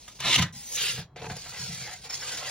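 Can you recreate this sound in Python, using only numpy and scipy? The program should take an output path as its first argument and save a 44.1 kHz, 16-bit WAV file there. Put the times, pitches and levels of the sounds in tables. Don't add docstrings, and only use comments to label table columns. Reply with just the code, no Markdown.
import sys
import numpy as np
from scipy import signal
from scipy.fft import rfft, irfft
from scipy.io import wavfile
from scipy.ndimage import uniform_filter1d, map_coordinates

SR = 44100
rng = np.random.default_rng(int(sys.argv[2]) if len(sys.argv) > 2 else 0)


def file_out(sig):
    cols = np.atleast_2d(sig).T
    lim = np.clip(cols, -1, 1)
    pcm = np.round(lim * 32767).astype(np.int16)
    wavfile.write(sys.argv[1], SR, pcm)


N = 110250
FFT_SIZE = 2 ** 17

# freq_hz, gain_db
AIR_EQ = [(20, -11.5), (55, 0), (130, -5.5), (300, -14.5), (900, -16.5), (2500, -37.5), (16000, -57)]
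# time_s, level_db
RUMBLE = [(.18, -64.5), (.26, -35.5), (.36, -49.5), (.39, -25.5), (.44, -30.5), (.5, -49), (.58, -46.5),
          (.66, -75), (.76, -60.5), (.85, -50), (1.0, -42.5), (1.1, -61.5), (1.15, -56), (1.23, -42.5),
          (1.33, -39), (1.43, -54.5), (1.55, -56), (1.62, -46), (1.82, -50), (2.0, -61.5), (2.5, -55)]
# start_s, level_db
THUDS = [(.392, -13.5), (.426, -22.5), (0.98, -27), (1.304, -31.5), (1.594, -34), (1.689, -30.5),
         (1.814, -45)]
# pitch_hz, gain_db, t60_s
SHELL_RING = [(94.5, -5, 0.17), (134.3, -20, 0.19), (168.7, 1.5, 0.15), (189.5, -12.5, 0.18)]

# start_s, end_s, level_db
FIRST_SLIDE = (0.0, 0.39, -51)
# time_s, rasp_db, grind_db
DOOR_DRAG = [(0.19, -54.5, -59.5), (0.206, -39, -46.5), (0.238, -33, -41), (0.256, -26.5, -31.5),
             (0.3, -23.5, -33), (0.358, -16, -42.5), (0.372, -31.5, -39.5), (0.39, -19, -20),
             (0.409, -34, -34.5), (0.427, -23, -30), (0.445, -36.5, -36.5), (0.52, -63.5, -60)]
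# freq_hz, gain_db
DOOR_RASP_EQ = [(600, -20.5), (1700, -10.5), (2200, -1), (3000, -1), (3800, -0.5), (4800, -5.5), (7000, -8),
                (10500, -14.5), (12500, -23), (16000, -30.5)]
# freq_hz, gain_db
DOOR_GRIND_EQ = [(100, -32), (260, -6), (600, -7), (1100, -8), (1700, -2), (2400, -11), (5000, -37.5)]
# freq_hz, width_hz, boost_db
DOOR_MODES = [(1020, 21, 12.2), (1253, 19, 9.9), (2114, 150, 2.6), (2940, 79, 6), (3565, 46, 7),
              (3650, 46, 3.4), (3950, 17, 8.4), (4350, 87, 3.9), (7000, 79, 3.9)]
# start_s, level_db, t60_s
DOOR_KNOCKS = [(.078, -36, 0.084), (.202, -24.5, 0.033), (.3612, -7, 0.012), (.3935, -17.5, 0.022),
               (.4215, -17.5, 0.029)]
# freq_hz, gain_db
DOOR_KNOCK_EQ = [(100, -14), (700, -4.5), (1800, -1.5), (3000, -3.5), (4500, -9.5), (6000, 0),
                 (10000, -3.5), (15000, -18)]
# pitch_hz, level_db, t60_s
RELEASE_RING = [(2920, 3, 0.009), (3170, -13, 0.022), (2256, -18, .025)]
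# pitch_hz, level_db, t60_s
LIFT_RING = [(1020, -55.5, 0.81), (1560, -40.5, .22), (1950, -33, 0.18)]

# pitch_hz, level_db, t60_s
TOUCH_RING = [(237, -51, .5), (818, -58, 1.1), (1880, -60, 1.0), (3260, -57, 1.5), (4070, -55, 1.3)]
# time_s, hiss_db, rasp_db
PEEL_PUSH = [(0.525, -48, -72), (0.537, -44.5, -55.5), (0.65, -42.5, -54.5), (0.72, -37, -59.5),
             (0.764, -29, -50), (0.773, -33, -31.5), (0.83, -29.5, -28.5), (0.9, -31.5, -28.5),
             (0.93, -36, -37.5), (0.99, -38.5, -41.5), (1.03, -53.5, -48.5), (1.08, -85, -82)]
# freq_hz, gain_db
PUSH_HISS_EQ = [(800, -35), (2500, -12), (4000, -8), (5200, -2), (6800, -2), (8500, -3), (10900, -5),
                (11900, -13), (15500, -16)]
# freq_hz, gain_db
PUSH_RASP_EQ = [(150, -47), (400, -11), (1100, -11), (1650, -4), (2300, 2), (3800, 2), (5000, -0.5),
                (8000, -31)]
# freq_hz, width_hz, boost_db
EMPTY_PEEL_MODES = [(470, 40, 8), (1672, 45, 5), (2760, 70, 3), (3400, 90, 3), (6050, 110, 4)]

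# start_s, level_db, t60_s
PEEL_KNOCKS = [(.975, -40, 0.21), (1.160, -37.5, 0.081), (1.195, -41.5, .04), (1.217, -34, 0.062),
               (1.241, -33.5, 0.046), (1.266, -31.5, 0.026), (1.298, -31, 0.11), (1.362, -41.5, 0.08),
               (1.458, -41, 0.087), (1.537, -44, 0.091), (2.05, -39.5, 0.022)]
# freq_hz, gain_db
PEEL_KNOCK_EQ = [(100, -4), (400, 2), (820, 4.5), (1120, -0.5), (1650, 4), (3000, -4.5), (7000, -9.5),
                 (15000, -40)]
# start_s, end_s, bounce_db
RATTLE = (1.205, 1.325, -42)
# pitch_hz, gain_db, t60_s
BLADE_RING = [(452, -9, 0.13), (733, -5.5, 0.15), (858, -8, .12)]
# time_s, hiss_db, grind_db
PEEL_PULL = [(1.152, -86, -100), (1.163, -58, -47), (1.268, -46.5, -45.5), (1.282, -50.5, -62),
             (1.32, -40, -44), (1.345, -46.5, -51), (1.401, -42, -57), (1.458, -41.5, -49.5),
             (1.508, -42, -52.5), (1.556, -43, -43.5), (1.598, -36.5, -49), (1.699, -39, -51),
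             (1.8, -39.5, -46.5), (1.934, -40.5, -42.5), (2.014, -50.5, -70), (2.057, -40.5, -49),
             (2.086, -54, -51), (2.108, -44.5, -40), (2.15, -36, -44.5), (2.189, -41.5, -50.5),
             (2.29, -35, -40.5), (2.382, -34.5, -42.5), (2.429, -42.5, -41.5), (2.495, -34, -38)]
# freq_hz, gain_db
PULL_HISS_EQ = [(900, -30), (2200, -6), (4500, -.5), (7000, -1), (10700, -5), (12300, -15), (15500, -19)]
# freq_hz, gain_db
PULL_GRIND_EQ = [(120, -25.5), (300, -7), (800, -0.5), (1500, 2), (2200, 2.5), (4000, -6), (8000, -46)]
# freq_hz, width_hz, boost_db
LOADED_PEEL_MODES = [(490, 70, 7), (733, 46, 7), (1610, 74, 3), (4420, 450, 4), (7000, 350, 2.5)]
# start_s, level_db, t60_s
CRUMBS = [(1.366, -27.5, 0.024), (1.494, -27, 0.017), (1.7445, -20.5, 0.012), (2.095, -32, 0.02)]
# peak_s, level_db, half_length_s, pitch_hz
SQUEAKS = [(0.736, -53, 0.027, 454), (1.673, -42.5, 0.045, 4460), (2.105, -33.5, 0.0066, 5350),
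           (2.14, -33, 0.012, 5426), (2.216, -37.5, 0.0051, 5390), (2.228, -40.5, 0.01, 1620),
           (2.385, -39.5, 0.0069, 3130), (2.457, -42, 0.025, 2750)]
# pitch_ratio, width_hz, gain_db
SQUEAK_PARTIALS = [(1.001, 124, -2.5), (1.219, 145.5, -7), (1.86, 396, -20)]

# freq_hz, left_lead_rad
PORT_PHASE = [(120, 0), (400, -.3), (780, -.55), (1500, 0), (2000, .05), (2800, .75), (3800, .4),
              (4900, 1.9), (5600, 1.6), (7000, 2.3), (8100, np.pi), (12600, np.pi), (14000, 3.9),
              (15100, 6.1)]
# freq_hz, left_over_right_db
BALANCE = [(150, 0), (600, 2), (1600, 0), (2900, -2), (5600, .4), (7800, 0)]
# freq_hz, diffuse_over_direct_db
STEREO_WIDTH = [(130, -32), (500, -16), (1000, -16), (1800, -18), (2800, -9), (5500, -4), (7300, -8),
                (8400, -45), (12000, -45), (13800, -2), (15500, -10)]

AIR_DB, THUD_ATTACK_S = -58, .011
RELEASE_S, LIFT_S = .3612, .43
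TOUCH_S, TOUCH_WAVER_DB = .535, 3
CAVITY_T60_S, DRIFT_PER_S = .075, 14
LOW_CUT_HZ, TOP_HZ = 24, 15800


def amp(db):
    return 10 ** (np.asarray(db) / 20)


def unit(x):
    return x / np.sqrt(np.mean(x ** 2) + 1e-20)


def clock():
    return np.arange(N) / SR


def bin_hz():
    return np.fft.rfftfreq(FFT_SIZE, 1 / SR)


def curve(points):
    hz, values = np.transpose(points)
    return np.interp(np.log(bin_hz() + 1), np.log(hz + 1), values)


def faders(rows):
    times, *columns = np.transpose(rows)
    return [amp(np.interp(clock(), times, db, left=-120, right=-120)) for db in columns]


def wobble(rate):
    return map_coordinates(rng.standard_normal(4096), [clock() * rate], mode="wrap")


def body(x, eq, modes=()):
    peaks = sum((amp(db) ** 2 - 1) / (1 + (2 * (bin_hz() - hz) / width) ** 2) for hz, width, db in modes)
    gain = amp(curve(eq)) * np.sqrt(1 + peaks)
    cepstrum = irfft(np.log(np.maximum(np.nan_to_num(gain), 1e-6)))
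    cepstrum[1:FFT_SIZE // 2] *= 2
    cepstrum[FFT_SIZE // 2 + 1:] = 0
    return unit(irfft(rfft(x, FFT_SIZE) * np.exp(rfft(cepstrum)))[:N])


def friction(rate, spread_db, flutter_db, flutter_rate):
    slips = (rng.random(N) < rate / SR) * rng.choice([-1, 1], N)
    sizes = amp(spread_db * rng.standard_normal(N).clip(-2, 1))
    grip = amp(flutter_db * wobble(flutter_rate).clip(-2, 1))
    return unit(slips * sizes * grip)


def travel(x, depth_db):
    spectra = signal.stft(x, SR, nperseg=1024)[2]
    shimmer = uniform_filter1d(rng.standard_normal(spectra.shape), size=3, axis=0)
    shimmer = unit(uniform_filter1d(shimmer, size=6, axis=1))
    return unit(signal.istft(spectra * amp(depth_db * shimmer), SR, nperseg=1024)[1][:N])


def decay(start, t60, attack_s):
    age = np.maximum(clock() - start, 0)
    return 10 ** (-3 * age / t60) * (1 - np.exp(-age / attack_s))


def knocks(rows, eq, modes):
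    envelope = sum(amp(db) * decay(start, t60, attack_s=.0018) for start, db, t60 in rows)
    force = envelope * rng.standard_normal(N)
    return np.std(force) * body(force, eq, modes)


def ring(start, modes, attack_s):
    age = clock() - start
    return sum(amp(db) * decay(start, t60, attack_s) * np.sin(2 * np.pi * hz * age)
               for hz, db, t60 in modes)


def air():
    return amp(AIR_DB) * body(rng.standard_normal(N), AIR_EQ)


def shell():
    level, = faders(RUMBLE)
    hollow_eq = [(25, -53.5), (60, -5), (95, -10), (130, 7), (165, -1.5), (200, -8), (250, -21),
                 (500, -50.5)]
    rumble = level * body(rng.standard_normal(N), hollow_eq)
    booms = sum(amp(db) * ring(start, SHELL_RING, THUD_ATTACK_S) for start, db in THUDS)
    return rumble + booms


def first_slide():
    start, end, db = FIRST_SLIDE
    held = np.interp(clock(), [start, end, end + .03], [1, 1, 0])
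    slips = friction(rate=26000, spread_db=1.5, flutter_db=1.8, flutter_rate=130)
    return amp(db) * held * body(slips, PULL_HISS_EQ)


def door():
    rasp, grind = faders(DOOR_DRAG)
    fine = friction(rate=10000, spread_db=1, flutter_db=1, flutter_rate=220)
    coarse = friction(rate=2000, spread_db=2.5, flutter_db=0, flutter_rate=150)
    edge = rasp * travel(body(fine, DOOR_RASP_EQ, DOOR_MODES), depth_db=2.4)
    panel = grind * travel(body(coarse, DOOR_GRIND_EQ, DOOR_MODES), depth_db=5.5)
    bumps = knocks(DOOR_KNOCKS, DOOR_KNOCK_EQ, DOOR_MODES)
    shriek = ring(RELEASE_S, RELEASE_RING, attack_s=.001)
    lift = ring(LIFT_S, LIFT_RING, attack_s=.002)
    return edge + panel + bumps + shriek + lift


def squeaks():
    f, out = bin_hz(), np.zeros(N)
    for peak, db, half_length, hz in SQUEAKS:
        response = sum(amp(gain_db) * 1j * f * width / ((ratio * hz) ** 2 - f * f + 1j * f * width)
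                       for ratio, width, gain_db in SQUEAK_PARTIALS)
        tone = signal.hilbert(irfft(rfft(rng.standard_normal(FFT_SIZE)) * response))[:N]
        compressed = unit(tone.real / np.sqrt(abs(tone)))
        swell = np.exp(-.5 * ((clock() - peak) / half_length) ** 2)
        out += amp(db) * swell * compressed
    return out


def rattle(count, detune):
    start, end, bounce_db = RATTLE
    times = start + (end - start) * (np.arange(count) + rng.random(count)) / count
    hits = [row[:2] for row in PEEL_KNOCKS] + [(time, bounce_db) for time in times]
    out = np.zeros(N)
    for time, db in hits:
        modes = [(hz * (1 + detune * rng.standard_normal()), db + gain + 2 * rng.standard_normal(), t60)
                 for hz, gain, t60 in BLADE_RING]
        out += ring(time, modes, attack_s=.0017)
    return out


def peel_in():
    hiss, rasp = faders(PEEL_PUSH)
    fine = friction(rate=16000, spread_db=-3, flutter_db=1.5, flutter_rate=89)
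    coarse = friction(rate=7000, spread_db=2.5, flutter_db=.5, flutter_rate=140)
    touch = sum(ring(TOUCH_S, [mode], attack_s=.0021) * amp(TOUCH_WAVER_DB * wobble(30))
                for mode in TOUCH_RING)
    skim = hiss * travel(body(fine, PUSH_HISS_EQ, EMPTY_PEEL_MODES), depth_db=5)
    bite = rasp * travel(body(coarse, PUSH_RASP_EQ, EMPTY_PEEL_MODES), depth_db=3)
    return touch + skim + bite


def peel_out():
    hold_to_end = (N / SR + .05, *PEEL_PULL[-1][1:])
    hiss, grind = faders(PEEL_PULL + [hold_to_end])
    fine = friction(rate=10000, spread_db=1, flutter_db=1.9, flutter_rate=120)
    coarse = friction(rate=2500, spread_db=3.5, flutter_db=1, flutter_rate=59)
    crumbs = knocks(CRUMBS, PUSH_HISS_EQ, LOADED_PEEL_MODES)
    skim = hiss * travel(body(fine, PULL_HISS_EQ, LOADED_PEEL_MODES), depth_db=3)
    weight = grind * travel(body(coarse, PULL_GRIND_EQ, LOADED_PEEL_MODES), depth_db=4.5)
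    chatter = rattle(count=12, detune=.008)
    bumps = knocks(PEEL_KNOCKS, PEEL_KNOCK_EQ, LOADED_PEEL_MODES)
    return skim + weight + crumbs + chatter + bumps


def ports(x):
    direct = rfft(x, FFT_SIZE)
    tail = rfft(rng.standard_normal(N) * decay(0, CAVITY_T60_S, attack_s=.00033), FFT_SIZE)
    echo = signal.hilbert(irfft(direct * tail / np.sqrt(np.mean(abs(tail) ** 2))))[:N]
    diffuse = (echo * np.exp(2j * wobble(DRIFT_PER_S))).real
    width = amp(curve(STEREO_WIDTH))
    side = np.array([[1], [-1]])
    pair = (direct + side * width * rfft(diffuse, FFT_SIZE)) / np.sqrt(1 + width ** 2)
    pan = amp(side * curve(BALANCE) / 2)
    phase = np.exp(.5j * side * curve(PORT_PHASE))
    return irfft(pair * pan * phase)[:, :N]


def scene():
    bed = air()
    opening = ports(first_slide() + door())
    push = ports(peel_in())
    pull_and_background = ports(peel_out() + squeaks() + shell() + bed)
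    return opening + push + pull_and_background


def record(dry):
    f = bin_hz()
    low_cut = f ** 2 / np.sqrt(f ** 4 + LOW_CUT_HZ ** 4)
    return irfft(rfft(dry, FFT_SIZE) * low_cut * (f < TOP_HZ))[:, :N]


dry = scene()
out = record(dry)
file_out(out)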